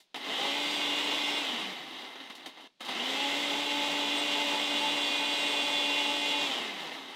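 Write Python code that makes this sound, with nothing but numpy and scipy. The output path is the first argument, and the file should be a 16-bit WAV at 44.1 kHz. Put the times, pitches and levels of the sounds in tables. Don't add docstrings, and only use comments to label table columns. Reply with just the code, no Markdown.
import sys
import numpy as np
from scipy import signal
from scipy.fft import rfft, irfft
from scipy.io import wavfile
from scipy.ndimage import uniform_filter1d

SR = 44100
rng = np.random.default_rng(int(sys.argv[2]) if len(sys.argv) > 2 else 0)


def to_wav(s):
    ch = np.atleast_2d(s).T
    pcm = np.round(np.clip(ch, -1, 1) * 32767)
    wavfile.write(sys.argv[1], SR, pcm.astype(np.int16))


N = 315315
T = np.arange(N) / SR
FREQS_HZ = np.fft.rfftfreq(N + N % 2, 1 / SR) + .01

# on and off in seconds, top speed in Hz, spin-up in seconds,
# then base gains in dB of froth, hum, blade tones and bearings.
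PRESSES = [(.144, 1.396, 293.3, .112, -18.5, -43, -54, 0),
           (2.805, 6.447, 289.3, .115, -17, -41.5, -46.5, 0)]
# multiple of rotor speed, relative level in dB, flutter in dB.
BLADE_TONES = [(2, 1, 1.5), (3, 1.5, 3), (1.5, -10.5, -6.5), (.79, -18, 0), (2.44, -9.5, -1.5)]
# multiple of rotor speed, relative level in dB, flutter in dB.
BEARING_TONES = [(5.273, -55, 1), (7.17, -49, 8), (7.54, -48, 1), (8.53, -45.5, 2), (9.587, -41, 2),
                 (10.16, -47.5, 8), (11.29, -44.5, 0.5), (11.94, -42, 2.5), (13.16, -49, 3),
                 (13.78, -52, 5), (15.86, -56, 5), (18, -68, 4), (24.9, -66, 4), (28.1, -63.5, 8)]
# multiple of rotor speed, level in dB ahead of the treble weighting.
COMMUTATOR_TONES = [(36, -77), (48, -71.5), (72, -71.5), (96, -74), (120, -77), (144, -79)]
# peak time in seconds, hoot level in dB.
SURGES = [(.41, -39), (.51, -46), (3.25, -39), (4.42, -36.5), (4.57, -36.5), (4.85, -34.5), (5.3, -53),
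          (5.72, -42), (6.08, -38.5), (6.35, -38.5)]
# peak time in seconds, half length in seconds, pitch in Hz, level in dB.
SQUEALS = [(.72, .14, 4715, -47), (.75, .1, 8470, -58), (.92, .12, 2815, -41), (1.0, .3, 3478, -46),
           (1.08, .08, 5330, -55), (1.3, .09, 5315, -51), (1.32, .09, 2808, -40), (4.85, .4, 8435, -58),
           (5.52, .32, 8450, -54.5), (6.1, .12, 8445, -57)]
# start in seconds, jar gain in dB, crack gain in dB, rise in seconds.
KNOCKS = [(.001, -60, -57, .001), (0.1436, -35, -52, 0.00022), (0.158, -37.5, -49, .002),
          (2.153, -41, -64, .003), (2.2, -39, -60, .003), (2.298, -38.5, -51, .002),
          (2.351, -50, -49, .0005), (2.399, -49, -70, .002), (2.459, -37.5, -45, .001),
          (2.571, -45, -66, 0.0022), (2.606, -52, -58, .002), (2.796, -54, -72, .002),
          (2.805, -39.5, -46, .002), (2.848, -45, -45, .002), (2.884, -31.5, -46, .003),
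          (2.906, -36, -53, .003)]
# centre in Hz, width in Hz, relative level in dB.
CUP_MODES = [(2063, 268, 2), (2540, 280, -3), (2960, 340, 1.5), (3200, 830, 3), (3540, 480, 0.5),
             (3670, 384, -0.5), (3986, 53, 3.5)]
BASE_MODES = [(168.8, 32, -5.5), (232.5, 35, -1), (327, 144, -4), (433, 138, 2), (620, 58, 0.5),
              (757, 170, 2), (910, 186, 2.5), (1095, 340, -1), (1540, 420, -7.5)]
JAR_MODES = [(260, 45, 0), (310, 81, 1), (566, 200, -8), (756, 89, 1.5), (1114, 410, -5), (1845, 330, -4),
             (2080, 133, 1.5), (3050, 810, 0), (3790, 260, -0.5), (4680, 860, -14.5), (6170, 220, -17.5),
             (8600, 63, -18.5)]
# frequency in Hz, relative density in dB.
FROTH_SPECTRUM = [(2500, -25.5), (4000, -2), (4700, 0.5), (5400, -2.5), (6200, -4.5), (7000, -6),
                  (7800, -3.5), (8600, -11), (10000, -16.5), (16000, -66)]
GRIT_SPECTRUM = [(1000, -39), (3500, 15.5), (6000, 5), (9000, 0.5), (10600, 0), (12500, -3), (14000, -6.5),
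                 (16000, -9)]
ROOM_SPECTRUM = [(20, -2), (55, -5), (90, -27), (160, 6), (300, 1), (700, 1), (1400, -5.5), (3700, 4),
                 (7000, -12), (16000, -30)]
DRIFT_DB_PER_S = dict(rattle=-0.235, churn=0.47, froth=0.57, grit=0.14, hum=-0.8)

FULL_SPEED_HZ = 290


def undb(db):
    return 10 ** (np.asarray(db) / 20)


def unit(x):
    return x / np.sqrt(np.mean(x ** 2))


def walk(rate_hz):
    hold = max(int(SR / rate_hz), 2)
    steps = np.repeat(rng.standard_normal(N // hold + 2), hold)
    return unit(uniform_filter1d(uniform_filter1d(steps, hold), hold)[:N])


def slope(points):
    hz, db = np.transpose(points)
    return undb(np.interp(np.log(FREQS_HZ), np.log(hz), db))


def resonances(modes):
    power = 0
    for hz, width_hz, db in modes:
        detuning = (FREQS_HZ - hz ** 2 / FREQS_HZ) / (2 * width_hz)
        power += undb(db) ** 2 / (1 + 2 * detuning ** 2) ** 2
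    return np.sqrt(power)


def ring(x, gain):
    cepstrum = irfft(np.log(unit(gain) + 1e-4))
    size = len(cepstrum)
    cepstrum[1:size // 2] *= 2
    cepstrum[size // 2 + 1:] = 0
    response = irfft(np.exp(rfft(cepstrum)))[:size // 64]
    return signal.fftconvolve(x, response)[:N]


def impacts(rate_hz, spread_db):
    hardness = np.minimum(rng.exponential(size=N), 5)
    hit = rng.random(N) < rate_hz / SR
    return unit(hit * rng.choice([-1, 1], N) * undb(spread_db * hardness) / np.sqrt(rate_hz))


def tone(hz, wander_hz):
    cycles = np.cumsum(hz + wander_hz * walk(45)) / SR + rng.random()
    return np.sqrt(2) * np.sin(2 * np.pi * cycles)


def partials(hz, table, slip_hz):
    out = 0
    for order, db, flutter_db in table:
        radiated = 1 / np.sqrt(1 + (168 / (order * hz)) ** 14)
        level = undb(db + flutter_db * (walk(28) - flutter_db / 9))
        out += radiated * level * tone(order * hz, slip_hz * np.sqrt(order))
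    return out


def rotor(on_s, off_s, top_hz, spin_up_s, drag_s=.85, friction_hz_per_s=48, stall_hz=33.2):
    age_s = np.maximum(np.minimum(T, off_s) - on_s, 0)
    ice_brake = 1 - .015 * np.exp(-age_s / .6)
    driven_hz = top_hz * (1 - np.exp(-(age_s / spin_up_s) ** 1.05)) * ice_brake
    friction_hz = friction_hz_per_s * drag_s
    hz = (driven_hz + friction_hz) * np.exp(-np.maximum(T - off_s, 0) / drag_s) - friction_hz
    return np.where((T > off_s) & (hz < stall_hz), 0, hz)


def slush_levels(hz, age_s, froth_db):
    slow = np.clip(1 - hz / FULL_SPEED_HZ, 0, 1)
    spin_up_db = 9 * slow * np.exp(-age_s / .14)
    slosh_db = (.32 + 1.88 * slow) * walk(14)
    return (-32.1 - 25 * slow + spin_up_db + slosh_db + DRIFT_DB_PER_S["rattle"] * age_s,
            -6 + 10 * slow + DRIFT_DB_PER_S["churn"] * age_s,
            froth_db + 2 + 7 * slow + DRIFT_DB_PER_S["froth"] * age_s,
            -16.5 + 4.5 * slow + DRIFT_DB_PER_S["grit"] * age_s)


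def slush(hz, overall_db, churn_db, froth_db, grit_db):
    speed = hz / FULL_SPEED_HZ
    whirl = np.minimum(speed, 1) ** 1.38
    gust = undb(.39 * walk(45)) * unit(1 + .062 * np.cos(2 * np.pi * np.cumsum(hz) / SR))
    ice = impacts(1500 + 2500 * speed, spread_db=2.5)

    def force(grain, noise):
        return gust * unit(grain * ice + noise * rng.standard_normal(N))

    churn = ring(force(.41, 1), resonances(BASE_MODES)) * undb(churn_db + .81 * walk(25))
    rattle = ring(force(1, 1.14), resonances(CUP_MODES)) * undb(-1.67)
    froth = ring(force(.5, 1), slope(FROTH_SPECTRUM)) * undb(froth_db)
    grit = ring(force(1, .707), slope(GRIT_SPECTRUM)) * undb(grit_db)
    lumps = unit(impacts(500, spread_db=.5) + 1.38 * rng.standard_normal(N))
    tumble = ring(lumps, resonances(JAR_MODES)) * undb(2.5) * np.sqrt(np.maximum(1 - whirl ** 2, .03))
    spray = whirl * (rattle + froth) + (.4 + .36 * whirl) * churn
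    return undb(overall_db) * (spray + tumble + grit)


def motor(hz, age_s, coast_s, hum_db, blade_db, bearing_db):
    speed = np.minimum(hz / FULL_SPEED_HZ, 1)
    skid = np.clip((.97 - speed) * 12, 0, 1)
    shudder = (1 + .7 * skid * walk(60)) * (1 - .51 * skid)
    bite = np.exp(-(np.maximum(T - PRESSES[0][0], 0) / .46) ** 4)
    unloaded = 1 - np.exp(-coast_s / .077)
    hum_gain = undb(hum_db + DRIFT_DB_PER_S["hum"] * age_s - 6 * bite + 3.5 * unloaded)
    hum = partials(hz, [(1, 0, 1.4)], slip_hz=1.76) * hum_gain * speed ** 2.7
    blades = partials(hz, BLADE_TONES, slip_hz=1.5) * undb(blade_db + 15 * bite) * speed ** 3
    hoot = hoots(hz)
    song = bearings(hz, age_s) * undb(bearing_db) * speed ** 4 * (1 - .57 * skid)
    whirr = scrape(hz) * skid * speed ** 3
    return (hum + blades) * shudder + hoot + song + whirr + squeals() + commutator(hz, speed)


def hoots(hz):
    swell = sum(undb(db) * np.exp(-((T - peak_s) / .039) ** 2) for peak_s, db in SURGES)
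    return swell * tone(3 * hz, wander_hz=7.37)


def bearings(hz, age_s, run_in_s=2.5):
    lower = partials(hz, [row for row in BEARING_TONES if row[0] < 8], slip_hz=1.795)
    upper = partials(hz, [row for row in BEARING_TONES if row[0] >= 8], slip_hz=1.8)
    run_in_db = np.interp(age_s, [0, run_in_s], [-4.5, 2.5])
    return lower + undb(run_in_db) * upper


def scrape(hz):
    rough = tone(11.85 * hz, wander_hz=20) * walk(200) + tone(13 * hz, wander_hz=20) * walk(700)
    return undb(-49.5) * ring(rough, resonances(CUP_MODES))


def squeals():
    out = 0
    for peak_s, half_s, hz, db in SQUEALS:
        swell = np.exp(-((T - peak_s) / half_s) ** 2)
        out += undb(db + .92 * walk(27.2)) * swell * tone(hz, wander_hz=5.7)
    return out


def commutator(hz, speed):
    out = 0
    for order, db in COMMUTATOR_TONES:
        treble = np.interp(order * hz, [8000, 10500, 14000, 16000], [0, 1, 1, 0])
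        sparking = unit(1 + 1.2 * speed * walk(400))
        out += treble * undb(db) * sparking * tone(order * hz, wander_hz=44.7)
    return out


def knocks(jar_t60_s=.1, thud_db=-6):
    jar, crack = np.zeros((2, N))
    for start_s, jar_db, crack_db, rise_s in KNOCKS:
        age_s = np.maximum(T - start_s, 0)
        fade = (1 - np.exp(-age_s / rise_s)) * np.exp(-np.log(1000) * age_s / jar_t60_s)
        jar += undb(jar_db) * fade
        crack += undb(crack_db) * fade ** .73
    bodies = [(undb(thud_db) * jar, resonances(BASE_MODES)),
              (jar, resonances(JAR_MODES)),
              (crack, slope(GRIT_SPECTRUM))]
    return sum(ring(force * rng.standard_normal(N), body) for force, body in bodies)


def kitchen(x, t60_s=.15, wet_db=-10, floor_db=-74):
    t = T[:SR // 2]
    tail = rng.standard_normal(len(t)) * (t > .003) * np.exp(-np.log(1000) * t / t60_s)
    echo = signal.fftconvolve(x, tail / np.linalg.norm(tail))[:N]
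    floor = ring(rng.standard_normal(N), slope(ROOM_SPECTRUM))
    return x + undb(wet_db) * echo + undb(floor_db) * floor


def scene():
    presses = np.array(PRESSES)
    latest = np.maximum(np.searchsorted(presses[:, 0], T) - 1, 0)
    on_s, off_s, _, _, froth_db, *motor_db = presses[latest].T
    age_s, coast_s = np.maximum(T - on_s, 0), np.maximum(T - off_s, 0)
    hz = sum(rotor(*press[:4]) for press in PRESSES)
    turning = uniform_filter1d((hz > 0).astype(float), size=128)
    waver = .001008 + .006 * np.exp(-age_s / 1.101)
    hz = np.maximum(hz, 1) * (1 + waver * walk(10))
    cup = turning * slush(hz, *slush_levels(hz, age_s, froth_db)) + knocks()
    drive = turning * motor(hz, age_s, coast_s, *motor_db)
    return np.tile(drive + kitchen(cup), (2, 1))


def record(dry):
    return signal.sosfilt(signal.ellip(10, .2, 70, 15750, fs=SR, output="sos"), dry)


dry = scene()
out = record(dry)
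to_wav(out)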